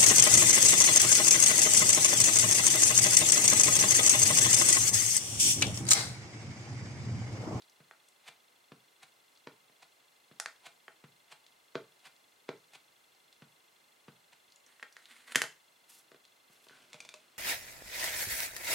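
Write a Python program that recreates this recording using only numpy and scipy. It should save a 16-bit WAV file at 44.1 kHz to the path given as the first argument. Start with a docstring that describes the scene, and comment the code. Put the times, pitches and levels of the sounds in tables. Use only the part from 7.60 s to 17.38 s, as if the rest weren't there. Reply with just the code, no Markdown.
"""An ink pad is dabbed on rubber stamps that cling to the clear lid of a stamp press, in a small room.
Each dab is a soft thud of damped lid modes; it peels off with a tacky smack of dense micro-snaps.
The pad's hollow case rings and cracks as it knocks about and bounces on its cover; small contacts tick.
Rubbing noise makes the pad's slides, a hand on paper and the lid swinging over on a ticking, creaking hinge.
Reflections surround it all, and a faint electronic whine pulses 25 times a second in the hiss."""
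import sys
import numpy as np
from scipy import signal
from scipy.fft import rfft, irfft, next_fast_len
from scipy.io import wavfile

SR = 44100
rng = np.random.default_rng(int(sys.argv[2]) if len(sys.argv) > 2 else 0)


def log_audio(samples):
    """Write samples as a 16-bit WAV file to the path given in sys.argv[1]."""
    # one column per channel
    frames = np.atleast_2d(samples).T
    # limit to full scale, then quantise
    limited = np.clip(frames, -1, 1)
    pcm = np.round(limited * 32767).astype(np.int16)
    wavfile.write(sys.argv[1], SR, pcm)


N = 431298
TIME = np.arange(N) / SR
AGE = TIME[:SR // 4]  # time since a blow, s
BLOW_S = .02  # a blow's level is its energy spread over this time

# resonances of the lid on the table: [pitch_hz, relative_level_db, t60_s]
LID_MODES = [(144.8, -5, 0.096), (167.4, -2.5, 0.15), (195, -7, 0.094), (223, -10, 0.11),
             (275, -3.5, 0.055), (322, -3.5, 0.059), (395, 4, 0.055), (436, -9, 0.096), (517, -22, 0.064),
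             (650.4, -5.5, 0.11), (904, 7.5, 0.025), (1050, 3, .035), (1258, -4, 0.063),
             (1460, -3.5, 0.019)]


def from_db(db):
    """Decibels to gain."""
    return 10 ** (np.asarray(db) / 20)


def rms_one(x):
    """Scale to unit rms."""
    return x / np.sqrt(np.mean(x ** 2) + 1e-20)


def at_hz(points, hz):
    """Read a table on a log-frequency axis."""
    f, value = np.transpose(points)
    return np.interp(np.log(np.maximum(hz, 1)), np.log(f), value)


def coloured(x, colour):
    """Filter a noise to a spectral curve; rms 1."""
    size = next_fast_len(N)
    hz = np.arange(size // 2 + 1) * SR / size
    spectrum = rfft(x, size) * from_db(at_hz(colour, hz))
    return rms_one(irfft(spectrum, size)[:N])


def add(out, s, db, sound):
    """Place one blow at its time and level."""
    at = round(s * SR)
    sound = sound * from_db(db) * np.sqrt(BLOW_S * SR / np.sum(sound ** 2))
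    out[at:at + len(sound)] += sound[:N - at]


def ring(modes, centre_hz, focus=1.3, scatter_db=0.5, detune=0.0076, radiate=0.25):
    """Damped modes, struck a little differently each time; a contact favours those near its centre."""
    hz, db, t60 = np.transpose(modes)[:, :, None]
    strike = from_db(db + scatter_db * rng.standard_normal(hz.shape))
    gain = strike / np.hypot(1, focus * (hz / centre_hz - centre_hz / hz))
    # the highest third swings the other way
    gain = gain * np.where(np.arange(len(hz))[:, None] < 2 * len(hz) // 3, 1, -1)
    hz = hz * (1 + detune * rng.standard_normal(hz.shape))  # the grip shifts the modes
    decay = np.exp(-np.log(1000) * AGE / t60)
    vibration = np.sum(gain * np.sin(2 * np.pi * hz * AGE) * decay, axis=0)
    # small parts radiate little below their pitch
    highpass = signal.butter(2, radiate * centre_hz, "high", fs=SR, output="sos")
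    return signal.sosfilt(highpass, vibration)


def crack(hz, decay_s, spread, top_hz=10500):
    """A contact: a brief, dense plastic rattle around a centre pitch."""
    fade = np.exp(-AGE / decay_s) + 1e-12
    spectrum = rfft(rng.standard_normal(len(AGE)) * fade)
    # a brief contact holds all pitches about evenly
    even = spectrum / np.abs(spectrum) ** .7
    burst = irfft(even, len(AGE)) * np.sqrt(fade)
    spread = max(spread, 1.1)
    band = signal.butter(1, [hz / spread, min(hz * spread, .45 * SR)], "band", fs=SR, output="sos")
    lowpass = signal.butter(3, min(top_hz, .45 * SR), fs=SR, output="sos")
    return signal.sosfilt(np.vstack([band, lowpass]), burst)


def grains(per_s, uneven_db):
    """Random micro-slips of uneven size."""
    sizes = from_db(uneven_db * np.minimum(rng.exponential(1, N), 4))
    return (rng.random(N) < per_s / SR) * sizes * rng.choice([-1, 1], N)


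def pressure(strokes, attack_s, sag_db_per_s, release_s):
    """Each stroke swells, eases off while it lasts and dies away."""
    out = np.zeros(N)
    for s, length_s, db in strokes:
        before = np.maximum(s - TIME, 0)
        after = np.maximum(TIME - s - length_s, 0)
        held = from_db(db - sag_db_per_s * np.clip(TIME - s, 0, length_s))
        out += held * np.exp(-np.minimum(before / attack_s + after / release_s, 20))
    return out


def rub(strokes, colour, per_s, uneven_db, catch_db=2.5):
    """Friction: dense micro-slips under the level of the stroke, which catches and runs on."""
    moments = np.arange(0, TIME[-1], .009)
    catches = np.interp(TIME, moments, catch_db * rng.standard_normal(len(moments)))
    return strokes * from_db(catches) * coloured(grains(per_s, uneven_db), colour)


def hiss():
    """Room air and microphone hiss: steady coloured noise, widest in the middle of the range."""
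    # spectrum of the hiss: [pitch_hz, relative_level_db]
    hiss_colour = [(30, -3.5), (80, 9), (150, -5.5), (350, -0.5), (800, 0), (2000, -4), (3500, -4),
                   (5000, -7.5), (9000, -8.5), (15500, -14)]
    # stereo width by pitch, relative only: [pitch_hz, side_over_mid_db]
    hiss_width = [(60, -8.5), (200, -9), (380, -1), (700, 1.5), (1290, 3), (2380, 0), (4400, -3.5),
                  (8120, -9), (15000, -36)]
    hiss_db, side_db = -69, -3  # side_db: whole side against whole mid
    side_colour = [(hz, at_hz(hiss_colour, hz) + db) for hz, db in hiss_width]
    mid, side = rng.standard_normal((2, N))
    mid = coloured(mid, hiss_colour)
    side = from_db(side_db) * coloured(side, side_colour)
    return from_db(hiss_db) * (mid + side * [[1], [-1]])


def whine(width_hz=35):
    """Narrow wavering electronic tones that swell in turn each cycle, alternately stronger and weaker."""
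    # partials; length is the spread of a bell-shaped swell, loss applies to every second cycle:
    # [pitch_hz, level_db, moment_in_cycle_s, length_s, loss_db]
    partials = [(2073, -76.5, 0.013, 0.0069, -0.5), (2714, -73, 0.0038, 0.0034, 3),
                (2890, -80.5, 0.015, 0.0042, 1), (3364, -72, 0.003, 0.0046, 8),
                (3550, -73, 0.0029, 0.0028, 5), (4190, -71.5, 0.0049, 0.0036, 0.5),
                (8000, -91.5, .01, 0.028, -2.5), (8840, -93, .01, 0.037, 5)]
    cycle_s = .04
    out = np.zeros(N)
    smooth = signal.butter(2, width_hz, fs=SR / 50, output="sos")
    for hz, db, moment_s, length_s, loss_db in partials:
        cycle, phase_s = np.divmod(TIME - moment_s + cycle_s / 2, cycle_s)
        swell = np.exp(-.5 * ((phase_s - cycle_s / 2) / length_s) ** 2)
        gate = from_db(db - loss_db * (cycle % 2)) * swell
        slow = rms_one(signal.sosfilt(smooth, rng.standard_normal(N // 50 + 1)))
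        waver = np.interp(TIME, np.linspace(0, TIME[-1], len(slow)), slow)
        out += np.sqrt(2) * gate * np.sin(2 * np.pi * hz * TIME + 0.75 * waver)
    return out


def room(x, first_s=0.001):
    """Dense reflections that die away band by band, a little different at each ear."""
    # reverberation time: [pitch_hz, t60_s]
    room_t60 = [(100, 0.45), (300, 0.17), (1000, 0.22), (2000, 0.25), (6000, 0.27), (15000, 0.26)]
    # spectrum of the reflections: [pitch_hz, relative_level_db]
    room_colour = [(70, -2), (160, -4.5), (300, 0.5), (600, -2), (1000, 0), (1800, -4.5), (4000, -2.5),
                   (10000, -3.5), (15000, -4.5)]
    # stereo width: [pitch_hz, side_over_mid_ratio]
    room_width = [(200, 0.021), (400, .14), (700, 0.23), (1500, 0.37), (4000, 0.417), (9000, 0.44),
                  (13000, 0.099)]
    room_db = -3.5
    t, edges = TIME[:SR // 2], np.geomspace(50, 18000, 13)
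    spectrum = rfft(rng.standard_normal((2, len(t))))
    f = np.arange(len(t) // 2 + 1) * SR / len(t)
    onset = np.clip(t / first_s - .5, 0, 1)
    tail = 0
    for low, high in zip(edges, edges[1:]):
        hz = np.sqrt(low * high)
        fade = np.exp(-np.log(1000) * t / at_hz(room_t60, hz)) * onset
        band = irfft(spectrum * ((f >= low) & (f < high)), len(t)) * fade
        # equal energy per hertz before colouring
        band *= np.sqrt(2 * (high - low) / SR) / np.linalg.norm(band, axis=1, keepdims=True)
        mid_side = np.array([[1], [at_hz(room_width, hz)]])
        tail = tail + band * from_db(at_hz(room_colour, hz)) * mid_side
    mid, side = signal.fftconvolve(x[None], tail, axes=1)[:, :N]
    return from_db(room_db) * (mid + side * [[1], [-1]])


def swing():
    """The lid scrapes softly as it swings over."""
    # strokes of the swinging lid: [start_s, length_s, level_db]
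    swing_strokes = [(8.91, 0.11, -72.5), (9.11, 0.13, -65), (9.33, 0.54, -67)]
    # spectrum of the scrape: [pitch_hz, relative_level_db]
    swing_colour = [(150, 7), (350, 7.5), (550, 3.5), (800, 3), (1200, -1), (1500, 4.5), (1850, 0.5),
                    (2800, 5.5), (4500, -3.5), (10000, -9), (15000, -30)]
    strokes = pressure(swing_strokes, attack_s=.025, sag_db_per_s=15, release_s=0.06)
    return rub(strokes, swing_colour, per_s=5000, uneven_db=1.5)


def creak():
    """Quick little slips of the hinge, halfway over, excite one resonance of the lid."""
    # creaks: [start_s, length_s, level_db]
    creak_strokes = [(9.11, 0.09, -65)]
    resonance_hz, resonance_q, slips_per_s = 1520, 14, 450
    slips = grains(slips_per_s, uneven_db=3.0) + 1e-18
    rasp = signal.lfilter(*signal.iirpeak(resonance_hz, resonance_q, fs=SR), slips)
    return pressure(creak_strokes, attack_s=.008, sag_db_per_s=5, release_s=0.013) * rms_one(rasp)


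def hinge():
    """The hinge sticks and lets go as the lid comes down, and jolts the lid."""
    # slips, level before the ring and crack trims: [time_s, level_db, lid_jolt_db]
    slips = [(9.331, -56.5, -70), (9.343, -62, -60.5), (9.4035, -52.5, -68), (9.4499, -60.5, -65.5),
             (9.49, -55.5, -69), (9.54, -56, -58), (9.56, -76, -69)]
    # resonances of the hinge: [pitch_hz, relative_level_db, t60_s]
    hinge_modes = [(1100, -4, 0.017), (2300, -2, 0.02), (2540, 3, 0.02), (3600, 2, 0.014),
                   (4400, -11, .008), (6300, -17, .007), (7450, -6, 0.011)]
    slip_hz, jolt_hz = 4940, 650
    ring_db, crack_db = 1, -1
    out = np.zeros(N)
    for s, db, jolt_db in slips:
        add(out, s, db + ring_db, ring(hinge_modes, slip_hz, focus=.7, scatter_db=2.5, detune=.07))
        add(out, s, db + crack_db, crack(slip_hz, decay_s=0.0061, spread=1.8, top_hz=8700))
        add(out, s, jolt_db, ring(LID_MODES, jolt_hz, focus=3.5, scatter_db=2, detune=.05, radiate=.7))
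    return out


def paper():
    """A hand brushes the sheet in the press."""
    # strokes of the hand: [start_s, length_s, level_db]
    paper_strokes = [(8.297, 0.1, -59), (8.91, 0.083, -70), (9.02, 0.042, -73)]
    # spectrum of the brushing: [pitch_hz, relative_level_db]
    paper_colour = [(200, -5), (1000, -4.5), (2500, -1), (5000, 1), (10000, 2), (13000, -1), (16000, -10)]
    strokes = pressure(paper_strokes, attack_s=0.0087, sag_db_per_s=57, release_s=0.015)
    return rub(strokes, paper_colour, per_s=25000, uneven_db=1.5)


def ticks(count=8):
    """Short contact bursts that leave the case silent: a few clear ones, and faint ones at random."""
    # clear ticks of fingers and plastic parts, and one lower creak of the swinging lid (the last row):
    # [time_s, level_db, centre_hz]
    clear = [(.0205, -63.5, 3900), (0.097, -69, 5350), (0.4857, -68, 7500), (1.7736, -69.5, 4500),
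             (3.865, -64.5, 3730), (5.727, -65.5, 3870), (6.921, -66.5, 4800), (6.9596, -66, 6860),
             (7.0637, -66.5, 6000), (7.325, -66, 5500), (7.456, -59.5, 3570), (7.509, -61, 2520),
             (8.651, -64.5, 3900), (9.0857, -63.5, 3860), (9.096, -62, 1460)]
    touch_db, touch_hz, spread_octaves = -74.5, 4300, 0.32  # the faint ones
    out = np.zeros(N)
    faint = []
    for when, pitch in rng.random((count, 2)):
        hz = touch_hz * 2 ** (spread_octaves * (2 * pitch - 1))
        faint.append((when * TIME[-1], touch_db, hz))
    for s, db, hz in list(clear) + faint:
        add(out, s, db, crack(hz, decay_s=0.0041, spread=1.16, top_hz=11530))
    return out


def slide():
    """The pad turns and slides in the fingers."""
    # strokes of the pad: [start_s, length_s, level_db]
    slide_strokes = [(7.07, .13, -71), (7.38, 0.13, -69.5), (7.515, .1, -62.5), (7.67, 0.14, -57)]
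    # spectrum of the sliding: [pitch_hz, relative_level_db]
    slide_colour = [(120, -55), (200, -19), (231, 4.5), (304, -9), (437, -13.5), (906, -4), (1980, 8.5),
                    (2420, 2), (4410, -2), (5300, -10.5), (8980, -3), (15500, -22)]
    strokes = pressure(slide_strokes, attack_s=0.015, sag_db_per_s=17.5, release_s=.03)
    return rub(strokes, slide_colour, per_s=2500, uneven_db=1.5, catch_db=4.5)


def case_ring(hz):
    """One stroke on the pad's hollow case."""
    # resonances of the case: [pitch_hz, relative_level_db, t60_s]
    case_modes = [(891, -1, 0.028), (1325, -10.5, 0.011), (1470, 6, 0.0073), (1644, 2, 0.026),
                  (1837, 6.5, 0.016), (2240, 2.5, 0.0059), (2710, 2, 0.014), (3115, 7, 0.015)]
    return ring(case_modes, hz, focus=2.6, scatter_db=1.5, detune=0.02, radiate=0.51)


def case_crack(hz):
    """Hard plastic meets hard plastic."""
    return crack(hz, decay_s=.0022, spread=1.6, top_hz=9500)


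def drop(count=3):
    """The pad lands on its cover and bounces to rest; the first landing booms in the table."""
    # each flight is shorter and each landing weaker
    drop_s, first_flight_s, restitution = 7.7574, .0603, .35
    drop_db, bounce_loss_db, loss_power = -26.5, 6.5, 1.64
    ring_hz, crack_hz, shake_hz, boom_hz = 2135, 5500, 700, 286
    crack_db, shake_db, boom_db = -4, -18.5, -16  # relative to the landing
    shake_growth_db = 7  # per bounce, as the pad lands flatter
    out, s = np.zeros(N), drop_s
    add(out, s, drop_db + boom_db, ring(LID_MODES, boom_hz, focus=6.0, scatter_db=1.0))
    for bounce in range(count):
        db = drop_db - bounce_loss_db * bounce ** loss_power
        shake = ring(LID_MODES, shake_hz, focus=.6, scatter_db=1.5, radiate=.1)
        add(out, s, db, case_ring(ring_hz))
        add(out, s, db + crack_db, crack(crack_hz, decay_s=0.005, spread=1.74, top_hz=11600))
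        add(out, s, db + shake_db + shake_growth_db * bounce, shake)
        s += first_flight_s * restitution ** bounce
    return out


def clacks():
    """The hollow case rings and cracks, and shakes what it lands on."""
    # hard knocks of the case: [time_s, ring_level_db, ring_centre_hz, crack_centre_hz]
    knocks = [(0.3112, -55.5, 1110, 2440), (2.7995, -43, 1070, 6500), (2.8594, -42, 1660, 3850),
              (3.2812, -51.5, 1020, 1880), (7.197, -61.5, 2070, 3000), (7.2273, -48, 1790, 2980),
              (7.2310, -52.5, 1880, 2300), (7.3669, -55, 1900, 3520), (7.682, -57.5, 1880, 2800),
              (7.699, -62, 1890, 2500), (7.7484, -40.5, 1910, 3380)]
    # a sharper contact cracks louder against the ring and shakes the table less
    reference_hz = 4000
    crack_db, crack_db_per_octave = -5, 10.5
    shake_db, shake_db_per_octave = -17, -10
    out = np.zeros(N)
    for s, db, ring_hz, crack_hz in knocks:
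        sharpness = np.log2(crack_hz / reference_hz)  # octaves
        shake = ring(LID_MODES, centre_hz=650, focus=1.0, scatter_db=3.0)
        add(out, s, db, case_ring(ring_hz))
        add(out, s, db + crack_db + crack_db_per_octave * sharpness, case_crack(crack_hz))
        add(out, s, db + shake_db + shake_db_per_octave * sharpness, shake)
    return out


def peels(release_s=0.0047):
    """Ink threads snap ever harder until the pad lets go and the lid springs back."""
    # the inky pad comes unstuck after a dab: [release_time_s, level_db, swell_s]
    releases = [(0.687, -47, 0.011), (1.433, -49, 0.0043), (2.229, -52.5, 0.0044), (3.069, -46.5, 0.0099),
                (3.726, -48.5, 0.0082), (4.461, -53.5, 0.0095), (4.474, -54, 0.0076), (5.136, -54, 0.0014),
                (5.156, -50.5, 0.0073), (6.733, -56.5, 0.0047)]
    # spectrum of the smack: [pitch_hz, relative_level_db]
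    peel_colour = [(59, -50), (100, -34), (519, -7.5), (861, 3), (1180, -5.5), (2130, 1), (3180, -2.5),
                   (4280, -5), (5400, -11.5), (8230, -10.5), (15500, -29)]
    strain, recoil = np.zeros(N), np.zeros(N)
    for s, db, swell_s in releases:
        near = slice(int((s - .1) * SR), int((s + .1) * SR))
        before = np.maximum(s - TIME[near], 0)
        after = np.maximum(TIME[near] - s, 0)
        strain[near] += from_db(db) * np.exp(-after / release_s) / (1 + (before / swell_s) ** 1.88)
        add(recoil, s, db - 20.0, ring(LID_MODES, centre_hz=169, focus=0.73))
    return strain * coloured(grains(per_s=9000, uneven_db=1.0), peel_colour) + recoil


def thuds(squash_s=0.006, squash_db=-13):
    """Soft blows set lid and table booming, with a short knock on top; the felt squashes just before."""
    # blows on the lid; the firmer the contact, the higher its centre: [time_s, boom_level_db, centre_hz]
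    blows = [(0.203, -58.5, 155), (1.119, -50.5, 230), (1.871, -49, 296), (1.873, -56, 880),
             (2.097, -70.5, 255), (2.713, -58.5, 216), (3.44, -51.5, 154), (4.154, -35.5, 450),
             (4.890, -39, 395), (5.821, -52.5, 190), (6.482, -51, 197), (8.517, -60.5, 500),
             (8.545, -62, 425), (8.898, -68, 200), (9.068, -65.5, 490), (9.108, -66.5, 348),
             (9.343, -58, 166)]
    # the knock at the reference blow, then how it grows with strength and firmness
    reference_db, reference_hz = -53, 250
    knock_ref_db, knock_hz, knock_follows, db_per_octave = -60, 1250, 0.84, 3.5
    knock_s, knock_top_hz = 0.006, 5200  # a softer blow draws its knock out and dulls it
    out = np.zeros(N)
    for s, db, hz in blows:
        firmness = hz / reference_hz
        strength_db = knock_follows * (db - reference_db)
        knock_db = knock_ref_db + strength_db + db_per_octave * np.log2(firmness)
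        top_hz = knock_top_hz * min(firmness, 1) ** .5
        knock = crack(knock_hz, decay_s=knock_s / firmness, spread=1.69, top_hz=top_hz)
        squash = crack(knock_hz, decay_s=0.027, spread=1.6, top_hz=7000)
        add(out, s, db, ring(LID_MODES, hz, focus=2.65, scatter_db=1.5))
        add(out, s, knock_db, knock)
        add(out, s - squash_s, knock_db + squash_db, squash)
    return out


def scene():
    """The press lies under the microphone, the pad's case a little to the right."""
    press = swing() + creak() + hinge() + paper() + ticks() + peels() + thuds()
    pad = slide() + drop() + clacks()
    pad_pan_db = 0.5
    direct = press + pad * from_db([[-pad_pan_db], [pad_pan_db]])
    return direct + room(press + pad) + hiss() + whine()


def record(dry, bass_hz=136, leak_db=-20):
    """The microphone drops the bass to a low shelf; the top is cut."""
    cutoff_hz = 15800
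    highpass = signal.butter(7, bass_hz, "high", fs=SR, output="sos")
    thin = signal.sosfilt(highpass, dry) + from_db(leak_db) * dry
    return signal.sosfilt(signal.ellip(10, .1, 80, cutoff_hz, fs=SR, output="sos"), thin)


dry = scene()
out = record(dry)
log_audio(out)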